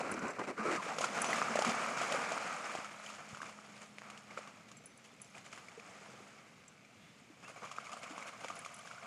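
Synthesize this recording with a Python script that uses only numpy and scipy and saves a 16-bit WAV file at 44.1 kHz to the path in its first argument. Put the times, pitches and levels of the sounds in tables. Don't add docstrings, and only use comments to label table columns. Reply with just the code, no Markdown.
import sys
import numpy as np
from scipy import signal
from scipy.fft import rfft, irfft
from scipy.io import wavfile
from scipy.ndimage import uniform_filter1d

SR = 44100
rng = np.random.default_rng(int(sys.argv[2]) if len(sys.argv) > 2 else 0)


def store_pcm(level_fs):
    pcm = np.round(np.clip(level_fs, -1, 1) * 32767).astype(np.int16)
    wavfile.write(sys.argv[1], SR, np.atleast_2d(pcm).T)


N = 399555
TIME = np.arange(N) / SR


def amp(db):
    return 10 ** (np.asarray(db) / 20)


def evened(x):
    return x / np.sqrt(np.mean(x ** 2) + 1e-20)


def levelled(x, size=3500):
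    power = np.abs(uniform_filter1d(x ** 2, size))
    return x / np.sqrt(power + 1e-3 * np.mean(x ** 2))


def add(mix, s, sound):
    start = round(s * SR)
    sound = sound[max(-start, 0):]
    part = mix[max(start, 0):][:len(sound) + min(start, 0)]
    part += sound[:len(part)]


def band(x, lo_hz, hi_hz, order=3):
    edges_hz = [lo_hz, min(hi_hz, SR / 2 - 1)]
    return signal.sosfilt(signal.butter(order, edges_hz, "band", fs=SR, output="sos"), x)


def colour(x, points, size=4096):
    hz, db = np.transpose(points)
    bin_hz = np.abs(np.fft.fftfreq(size, 1 / SR)) + 1
    log_gain = np.log(amp(np.interp(np.log(bin_hz), np.log(hz), db)))
    taps = np.fft.ifft(np.exp(np.conj(signal.hilbert(log_gain)))).real[:size // 2]
    return signal.oaconvolve(x, taps / np.linalg.norm(taps))[:len(x)]


def drift(rate_hz):
    hz = np.fft.rfftfreq(N, 1 / SR)
    spectrum = rfft(rng.standard_normal(N)) * np.exp(-(hz / rate_hz) ** 2)
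    return evened(irfft(spectrum, N))


def droplets(per_s, spread_db):
    size = amp(spread_db * np.minimum(rng.exponential(1, N), 4))
    hits = rng.random(N) < per_s / SR
    return evened(size * rng.choice([-1, 1], N) * hits)


def ring(t, hz, cycles, rise):
    age = t * hz / cycles
    return np.exp(-age) * np.sin(2 * np.pi * hz * t * (1 + rise * age))


def bubbles(lo_hz, hi_hz, cycles, spread_db, count, size):
    when, pitch, damping, strength, sign = rng.random((count, 5)).T[:, :, None]
    hz = lo_hz * (hi_hz / lo_hz) ** pitch
    n = np.arange(size)
    gain = amp(-spread_db * np.log(strength + 0.056)) * np.sign(sign - .5) * hz
    own_cycles = cycles * 2 ** (2 * damping - 1)
    rings = gain * ring(n / SR, hz, own_cycles, rise=0.021) * (1 - n / size)
    places = (when * N).astype(int) + n
    return evened(np.bincount(places.ravel(), rings.ravel(), N + size)[:N])


def resonate(x, hz, width_hz):
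    turn = np.exp(2j * np.pi * np.cumsum(hz) / SR)
    r = np.exp(-np.pi * width_hz / SR)
    return (turn * signal.lfilter([1 - r], [1, -r], x / turn)).real


# (time [s], length [s], start pitch [Hz], end pitch [Hz], level [dB])
SQUELCH_EVENTS = [(-.01, 0.045, 840, 740, -45), (0.09, 0.034, 1400, 1450, -44),
                  (0.11, 0.12, 296, 189, -46.5), (0.142, 0.2, 1410, 1510, -49.5),
                  (0.216, 0.056, 270, 196, -43.5), (0.22, 0.095, 1000, 1070, -46),
                  (0.383, 0.018, 1100, 1070, -40.5), (0.472, 0.067, 334, 403, -45),
                  (.565, 0.089, 1110, 1240, -44.5), (0.566, .06, 1390, 1540, -46.5),
                  (0.628, 0.11, 408, 323, -39.5), (0.641, 0.077, 1290, 1240, -38.5),
                  (0.765, 0.051, 1310, 950, -40.5), (0.889, 0.05, 736, 800, -43)]


def squelches():
    out = np.zeros(N)
    rushes = rng.standard_normal((len(SQUELCH_EVENTS), SR))
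    for (s, length, start_hz, end_hz, db), rush in zip(SQUELCH_EVENTS, rushes):
        hz = np.linspace(start_hz, end_hz, int(length * SR))
        hollow = resonate(rush[:len(hz)], hz, width_hz=140)
        hollow = resonate(hollow, hz, width_hz=190)
        add(out, s, amp(db) * levelled(hollow, size=600) * signal.windows.tukey(len(hz), .5))
    return out


# (time [s], length [s], level [dB], grit setting [dB])
SCUFF_EVENTS = [(-.005, 0.022, -38, 10), (0.024, 0.14, -43, 4), (0.16, 0.031, -48, 8),
                (0.212, .11, -44, 6.5), (0.327, 0.053, -61, 12), (0.382, 0.044, -37.5, -15),
                (0.426, 0.026, -48, 12), (0.468, 0.046, -39, 6), (0.571, 0.16, -41.5, 5.5),
                (0.65, 0.073, -45, 10.5), (0.709, 0.064, -37.5, 12.5), (0.762, .014, -55, 16),
                (0.816, .08, -52, 12)]
# (frequency [Hz], relative density [dB])
TURF_SPECTRUM = [(24, -58), (40, -29), (216, 1.5), (257, 2), (412, 2), (454, 3.5), (866, -1.5), (1290, -1),
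                 (1780, -10), (2340, -8.5), (3470, -28), (4130, -23.5), (7490, -24.5), (10100, -35.5),
                 (15000, -58)]


def scuffs():
    squelch = bubbles(138, 2890, cycles=1.36, spread_db=0.5, count=7000, size=500)
    squelch = squelch + 2.0 * droplets(5000, spread_db=-4.5)
    squelch = levelled(colour(squelch, TURF_SPECTRUM), size=1500)
    grit = evened(band(colour(droplets(2500, spread_db=-1.5), TURF_SPECTRUM), 1660, 12000))
    out = np.zeros(N)
    for s, length, db, grit_db in SCUFF_EVENTS:
        corners_s = [s, s + 0.0089, s + 0.81 * length, s + length + 0.0085]
        stroke = np.interp(TIME, corners_s, [0.041, 0.71, 0.71, 0.00088])
        out += amp(db) * stroke * (squelch + amp(grit_db - 13.5) * grit)
    return out


# (time [s], level [dB])
HUM_LEVEL = [(0, -95), (2.9, -65.5), (4.3, -64), (4.9, -77.5), (9.06, -78)]
# (frequency [Hz], relative density [dB])
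AIR_SPECTRUM = [(15, -41), (25, -12), (49, -27.5), (116, -2), (209, -1), (421, -15.5), (781, -12.5),
                (894, -23), (1230, -18.5), (1800, -18), (2110, -10.5), (3430, -19.5), (7680, -26.5),
                (14300, -42.5), (15500, -51)]
HUM_HZ, AIR_DB = 207.7, -63.5


def outdoors():
    noise = evened(colour(rng.standard_normal(N), AIR_SPECTRUM))
    air = noise * amp(AIR_DB + drift(7.5))
    phase = 2 * np.pi * np.cumsum(HUM_HZ + drift(6)) / SR
    hum = evened(np.sin(phase) * (1 + .1 * drift(6)))
    return air + hum * amp(np.interp(TIME, *np.transpose(HUM_LEVEL)))


# (frequency [Hz], relative density [dB])
SPLASH_SPECTRUM = [(60, -35), (130, -15.5), (225, -4.5), (340, -15), (490, -2.5), (700, 1.5), (870, -8),
                   (1220, 3), (1620, -7), (1830, -13.5), (2280, -3.5), (3700, -29), (6700, -19),
                   (12500, -49)]


def drips():
    ticks = colour(droplets(60, spread_db=2), SPLASH_SPECTRUM)
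    return amp(-74) * evened(band(ticks, 1900, 8000, order=2))


def yard(x):
    t = np.arange(SR // 2) / SR
    sparse = (rng.random(len(t)) < .05) * (t > .012)
    taps = rng.standard_normal(len(t)) * sparse * amp(-60 * t / 0.88)
    return signal.oaconvolve(x, taps / np.linalg.norm(taps))[:N]


# (time [s], level setting [dB], pitch the blow favours [Hz], ring time [share of free ring])
CLINK_EVENTS = [(0.1145, -27, 9900, 0.3), (0.1392, -34, 7220, .15), (0.192, -36.5, 7140, .15),
                (0.2814, -37, 7240, 0.17), (0.306, -40.5, 7600, .6), (1.2168, -20.5, 9500, 0.76),
                (1.261, -35, 6070, 1.3), (4.768, -45.5, 7500, 1.4), (4.857, -40, 9930, 1.8),
                (4.974, -46, 9800, 0.54), (5.2157, -34.5, 9900, 1.1), (5.244, -48, 7050, 0.7),
                (6.07, -60, 10000, 1), (6.679, -43, 7900, .6), (8.553, -44, 10000, .8),
                (8.59, -37, 9700, 0.42), (8.742, -37, 9800, 0.65), (8.762, -44, 9960, .8),
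                (8.7883, -42.5, 9900, .8)]
# (frequency [Hz], level [dB], t60 [s])
TAG_MODES = [(6070, -3.5, .3), (7590, -3, .1), (9800, 0, .025), (10030, 0, .04)]
SWING_HZ = 17


def tags():
    t, out = np.arange(SR // 4) / SR, np.zeros(N)
    hz, mode_db, t60 = np.transpose(TAG_MODES)[:, :, None]
    turns = rng.random((len(CLINK_EVENTS), len(TAG_MODES), 1))
    throb = 1 - .6 * np.sin(np.pi * SWING_HZ * t) ** 2
    attack = 1 - np.exp(-t / 0.00031)
    for (s, db, lead_hz, free), turn in zip(CLINK_EVENTS, turns):
        weight = amp(mode_db - np.minimum(55 * np.abs(np.log(hz / lead_hz)), 13))
        decay = np.exp(-np.log(1000) * t / (t60 * max(free, .1)))
        modes = weight * decay * np.sin(2 * np.pi * (hz * t + turn)) * throb
        tick = 1.3 * band(rng.standard_normal(len(t)), 0.69 * lead_hz, 1.0 * lead_hz)
        tick = tick * np.exp(-t / 0.0049)
        clink = modes.sum(0) / np.linalg.norm(weight) + tick
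        add(out, s + 0.00076, amp(db - 6.5) * clink * attack)
    return out


# (time [s], level setting [dB], pitch [Hz], decay [cycles])
GULP_EVENTS = [(0.121, -28, 200, 0.66), (0.2, -34, 230, 1.4), (0.224, -27.5, 190, 1.3),
               (0.591, -30, 213, 5.5), (.66, -37, 388, 4.8), (.692, -30, 342, 2.7), (0.727, -30, 334, 4.6),
               (0.778, -34, 196, 3.3), (0.864, -25.5, 487, 1.6), (0.984, -24, 503, 2.2),
               (1.506, -32, 232, 2.7), (1.594, -39, 306, 1.4), (1.665, -24.5, 231, 3.2),
               (1.686, -26, 210, 2), (2.447, -42, 196, 1.4), (2.75, -39, 333, 1.3),
               (2.786, -33.5, 255, 0.77), (3.328, -34.5, 141, 0.73), (4.374, -28, 517, 1.6),
               (5.775, -37, 452, 3.5), (6.136, -41, 477, 2.7), (6.203, -40, 384, 1.8), (7.3, -42, 300, 1.9),
               (8.106, -39, 291, 3.4), (8.125, -41, 292, 2.2), (8.446, -31.5, 513, 2.3),
               (8.449, -37, 264, 0.74)]


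def gulps():
    t, out = np.arange(SR // 6) / SR, np.zeros(N)
    for s, db, hz, cycles in GULP_EVENTS:
        swell = 1 - np.exp(-t * hz / (0.29 * cycles))
        add(out, s, amp(db - 2.5) * ring(t, hz, cycles, rise=0.0057) * swell)
    return band(out, 74, 3000, order=2)


# (time [s], level setting [dB], pocket pitch [Hz], decay [cycles], relative spray setting [dB])
SLAP_EVENTS = [(0.3928, -37.5, 1110, 4.3, -18.5), (0.985, -29, 1300, 1.9, -13),
               (1.009, -26.5, 646, 1.2, -24), (1.014, -32, 1000, 1.6, -15), (1.0417, -23, 1330, 3.7, -32),
               (1.0445, -26.5, 990, 1.9, -15.5), (1.188, -27, 1260, 2.3, -24),
               (1.2434, -21.5, 1010, 0.6, -22.5), (1.3309, -24.5, 1980, 4.7, -24),
               (1.4175, -18.5, 1237, 1.1, -42), (1.425, -27, 1250, 3.6, -36), (1.484, -29, 1240, 4, -28),
               (1.557, -20, 610, 1.1, -23), (1.5717, -30, 1690, 4, -35), (1.5905, -20.5, 574, 1.2, -21),
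               (1.6225, -25, 790, 2.7, -18.5), (1.6487, -21.5, 1190, 2, -21), (1.694, -36, 2400, 1.3, -8),
               (2.016, -25.5, 700, 2, -18.5), (2.033, -31, 1210, 4.4, -23), (2.1224, -32, 600, 3.5, -9.5),
               (2.147, -28, 530, 2.7, -37), (2.3195, -30.5, 660, 2.4, -17.5), (2.378, -26, 1290, 2.1, -30),
               (2.608, -37.5, 1150, 2.5, -28), (2.697, -37, 1180, 5, -32), (2.752, -26.5, 740, 0.74, -24.5),
               (2.788, -38, 695, 2, -21), (2.846, -35, 1260, 3, -24), (3.064, -42, 3050, 5.6, -14),
               (3.091, -38.5, 2580, 3.2, -22), (3.102, -40.5, 1200, 4.8, -19),
               (3.348, -37.5, 1350, 3, -19.5), (3.372, -35, 1160, 0.89, -23), (3.4045, -39, 1140, 3.6, -33),
               (3.418, -31.5, 1530, 2.1, -26), (3.431, -33, 1170, 1.7, -32), (3.495, -43.5, 1090, 4, -14),
               (3.589, -40.5, 1270, 1.9, -39), (3.761, -46.5, 2410, 3, -22),
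               (3.9846, -32.5, 2220, 1.3, -28), (4.019, -35, 1500, 0.47, -31),
               (4.1004, -42.5, 1200, 2.5, -30), (4.1018, -38, 2320, 2.2, -20.5),
               (4.176, -44, 2850, 3.1, -15), (4.3094, -45, 2240, 5.3, -22), (4.3757, -31, 1310, 2.6, -26),
               (4.38, -36.5, 2280, 2.5, -35), (4.39, -40.5, 563, 1.3, -23), (4.475, -46, 1130, 4.3, -16),
               (4.716, -50, 1120, 3.5, -11), (5.201, -50, 2350, 3.5, -29), (5.351, -43, 2350, 5.7, -20),
               (5.381, -45, 2000, 2, -14), (5.466, -43, 2200, 2.4, -22), (5.528, -41, 2320, 4.5, -16),
               (5.532, -41, 1330, 2.4, -23), (5.577, -40, 1700, 1.3, -25), (5.6857, -43, 2220, 5.8, -19),
               (5.798, -38.5, 2330, 2.5, -25), (6.85, -52, 2300, 4, -17), (7.571, -47, 1110, 4, -26),
               (7.6309, -44, 464, 1.9, -26), (7.715, -37.5, 1160, 3, -12.5), (7.765, -44, 2390, 6, -17),
               (7.785, -28.5, 1270, 2.5, -36), (7.869, -41, 2270, 5, -26), (7.8946, -43, 1160, 6.6, -19),
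               (7.931, -39, 1190, 6.9, -15.5), (7.939, -40, 720, 2.3, -29),
               (8.0324, -42.5, 2190, 4.4, -12.5), (8.041, -43, 653, 2.6, -18), (8.07, -47, 1230, 7, -20),
               (8.18, -32.5, 1070, 1.4, -25), (8.226, -36.5, 2170, 4, -22), (8.278, -39.5, 1530, 2.8, -19),
               (8.4458, -32, 942, 0.57, -22), (8.484, -35, 2030, 1.5, -17.5), (8.504, -44, 1090, 1.8, -29),
               (8.538, -44, 1210, 3.3, -24), (8.649, -35, 2260, 2.7, -18.5), (8.662, -35.5, 1210, 2.7, -23),
               (8.875, -40.5, 1530, 3, -28), (8.913, -39.5, 1390, 3.5, -21), (8.982, -43.5, 1420, 6, -24)]
# (frequency [Hz], relative density [dB])
SPRAY_SPECTRUM = [(3000, 6), (3900, -2.5), (4900, 0), (5350, 1), (5850, -1.5), (6750, 3.5), (8200, -5),
                  (9900, -8.5), (11500, -17), (15000, -27)]


def slaps():
    t = np.arange(-SR // 100, SR // 10) / SR
    pockets, cracks, bursts = np.zeros((3, N))
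    for s, db, hz, cycles, spray_db in SLAP_EVENTS:
        age = t * hz / max(cycles, .5)
        swell = np.exp(np.minimum(3 * age, -age))
        tone = np.cos(2 * np.pi * hz * t * (1 + .015 * age))
        add(pockets, s + t[0], amp(db + .5) * swell * tone)
        add(cracks, s, amp(db + 2) * np.ones(1))
        burst_shape = np.exp(np.minimum(t / .001, -t / .008))
        add(bursts, s + t[0], amp(db + spray_db + 6) * burst_shape)
    drops = evened(band(colour(droplets(4000, spread_db=2.5), SPRAY_SPECTRUM), 2000, 11000))
    return band(pockets + colour(cracks, SPLASH_SPECTRUM), 190, 20000, order=2) + bursts * drops


# (time [s], level setting [dB], relative fine spray [dB], relative low water and ambient rumble [dB])
WAKE_LEVELS = [(.8, -45, -6.5, -7), (1.11, -43.5, -7, -1.5), (1.22, -38, -9.5, -6), (1.89, -38, -11.5, -7),
               (2.197, -37.5, -11, -8.5), (2.76, -43.5, -8.5, -12.5), (2.91, -49, -7.5, -27),
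               (3.27, -54, -5.5, -5.5), (3.918, -61.5, -2, -2.5), (4.42, -57.5, -6.5, -9.5),
               (4.8, -65.5, -7, 3), (5.3, -64.5, -0.5, -1), (5.88, -54.5, -7, -7.5),
               (6.15, -56.5, -5.5, -1.5), (6.8, -67.5, -5, -2), (7.39, -66, -3, 0.5),
               (7.65, -55.5, -5.5, -10), (8.3, -52, -8.5, -13), (8.81, -54.5, -3.5, -12),
               (9.06, -51.5, -8, -29)]
# (time [s], length [s], level setting [dB], relative fine spray [dB])
BURST_EVENTS = [(0.878, 0.02, -39.5, -16), (1.013, 0.03, -39, -3.5), (1.146, 0.031, -39, -14),
                (1.285, 0.11, -39.5, -5), (1.642, 0.067, -37.5, -5.5), (1.97, 0.11, -50, 0),
                (2.095, 0.068, -41.5, -8.5), (3.032, 0.12, -56, 0.5), (3.181, 0.02, -49, -16),
                (3.286, 0.034, -60.5, 5), (3.412, 0.073, -52, -5.5), (3.761, 0.015, -58, -2),
                (3.811, 0.021, -53, -2.5), (4.01, 0.176, -56.5, -21), (4.303, 0.012, -50.5, -12),
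                (4.364, 0.13, -56, -10), (4.681, 0.0055, -65, 6.5), (4.834, 0.005, -64, 2),
                (5.039, 0.006, -68, 11), (5.344, 0.028, -52.5, -6), (5.442, 0.02, -59, 1),
                (5.514, 0.072, -57.5, -2), (7.177, 0.025, -69, 3.5), (7.425, 0.023, -55.5, -6),
                (7.475, 0.027, -51.5, -4), (7.557, 0.021, -52, -10), (7.616, 0.036, -52, -15),
                (7.645, .01, -54, -1), (7.796, 0.011, -56, -4), (7.84, 0.019, -60.5, 5),
                (7.915, 0.019, -51, -2), (7.962, 0.021, -54.5, -2.5), (8.026, 0.013, -49, -14),
                (8.065, 0.014, -58, -4), (8.094, 0.018, -52, -2.5), (8.158, 0.063, -52.5, -6),
                (8.264, 0.025, -53.5, 0), (8.405, .02, -54.5, -1), (8.436, 0.011, -46, -5),
                (8.497, 0.01, -47.5, -7), (8.551, 0.019, -51, -4), (8.866, .014, -62, 7),
                (9.025, 0.03, -52.5, -16)]
THROW_S, SETTLE_S = 0.004, 0.023
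BURST_LOW_DB = -7


def water_levels():
    s, *columns = np.transpose(WAKE_LEVELS)
    wake_db, spray_db, low_db = (np.interp(TIME, s, c) for c in columns)
    power = amp([wake_db, wake_db + spray_db, wake_db + low_db]) ** 2
    t = np.arange(SR // 2) / SR
    for start, length, db, fine_db in BURST_EVENTS:
        burst = np.minimum(t / THROW_S, 1) * np.exp(-np.maximum(t - length, 0) / SETTLE_S)
        for layer, share_db in zip(power, (0, fine_db, BURST_LOW_DB)):
            add(layer, start, (amp(db + share_db) * burst) ** 2)
    return 10 * np.log10(power)


CLUMPS_PER_S, CLUMP_S = 55, .016


def clumps():
    landings = rng.random(N) < CLUMPS_PER_S / SR
    heap = np.sqrt(signal.lfilter([1], [1, -np.exp(-1 / (CLUMP_S * SR))], landings))
    return evened(heap - heap.mean())


# (time [s], power share [0-1])
HIDDEN_SHARE = [(5.1, 0.8), (5.35, 0.46), (5.7, 1), (7.3, 0.98), (7.55, 0.2)]
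# (frequency [Hz], relative density [dB])
BEHIND_SPECTRUM = [(180, -17.5), (300, -6), (416, -11), (459, -4), (541, -3), (647, 2), (1020, -0.5),
                   (1230, 4.5), (1820, -3.5), (2360, -0.5), (3330, -20.5), (7920, -3), (8740, -2),
                   (15000, -57)]
CLUMP_DB = 1.8
FAT_DROPS_DB = -10


def thrown_water():
    level_db, spray_db, low_db = water_levels()
    entry = np.interp(TIME, [.6, .83], [0, 1])
    hidden = np.clip(np.interp(TIME, *np.transpose(HIDDEN_SHARE)), 0, 1)
    clump_db = CLUMP_DB * clumps()
    froth = bubbles(377, 3150, cycles=5.5, spread_db=-3.5, count=9000, size=400)
    plinks = bubbles(644, 2986, cycles=21.0, spread_db=-3.0, count=900, size=1000)
    dense = np.interp(level_db, [-52, -38], [0, 1])
    rush = dense * bubbles(480, 1500, cycles=3.5, spread_db=1, count=4000, size=400)
    body = froth + .6 * plinks + .7 * droplets(1500, spread_db=3.2) + rush
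    body = levelled(band(colour(body, SPLASH_SPECTRUM), 412, 3000))
    crackle = colour(droplets(130, spread_db=2.5), SPLASH_SPECTRUM)
    crackle = evened(band(crackle, 550, 2800, order=2))
    body = body + amp(FAT_DROPS_DB) * crackle
    wash = evened(band(colour(droplets(6000, spread_db=2.5), BEHIND_SPECTRUM), 277, 4600))
    body = np.sqrt(1 - hidden) * body + np.sqrt(hidden) * wash
    fine_bubbles = bubbles(2825, 12440, cycles=12, spread_db=4.0, count=7000, size=240)
    mist = droplets(4000, spread_db=-1.5) + 0.61 * fine_bubbles
    spray = levelled(band(colour(mist, SPRAY_SPECTRUM), 2100, 12500))
    rumble = levelled(band(colour(droplets(700, spread_db=0.5), SPLASH_SPECTRUM), 90, 421))
    falling = amp(clump_db * (1 - .5 * hidden) + level_db - 1.7) * body
    falling = falling + amp(.5 * clump_db + spray_db - 2.5) * spray
    return entry * (falling + amp(low_db - 4.5) * rumble)


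# (time [s], length [s], start pitch [Hz], end pitch [Hz], level setting [dB], blur [0-1])
CHIRP_EVENTS = [(5.05, .12, 3250, 3650, -74, .7), (6.97, .21, 3300, 3580, -72.5, .7),
                (7.428, .062, 2480, 2860, -56.5, .2)]


def bird():
    out = np.zeros(N)
    scatters = rng.standard_normal((len(CHIRP_EVENTS), SR))
    for (s, length, start_hz, end_hz, db, blur), scatter in zip(CHIRP_EVENTS, scatters):
        hz = np.linspace(start_hz, end_hz, int(length * SR))
        direct = evened(np.sin(2 * np.pi * np.cumsum(hz) / SR))
        scattered = resonate(scatter[:len(hz)], hz, width_hz=150)
        scattered = evened(resonate(scattered, hz, width_hz=150))
        whistle = evened((1 - blur) * direct + blur * scattered)
        add(out, s, amp(db) * np.hanning(len(hz)) * whistle)
    return out


def scene():
    dogs = squelches() + scuffs() + tags() + gulps() + slaps() + thrown_water()
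    echoes = amp(-19) * yard(dogs)
    return (dogs + echoes + outdoors() + drips() + bird())[None]


EDGE_HZ = 15400


def record(dry):
    thin = signal.sosfilt(signal.butter(1, 35, "high", fs=SR, output="sos"), dry)
    taps = signal.firwin(511, EDGE_HZ, window=("kaiser", 9), fs=SR)
    return signal.oaconvolve(thin, taps[None], "same")


dry = scene()
out = record(dry)
store_pcm(out)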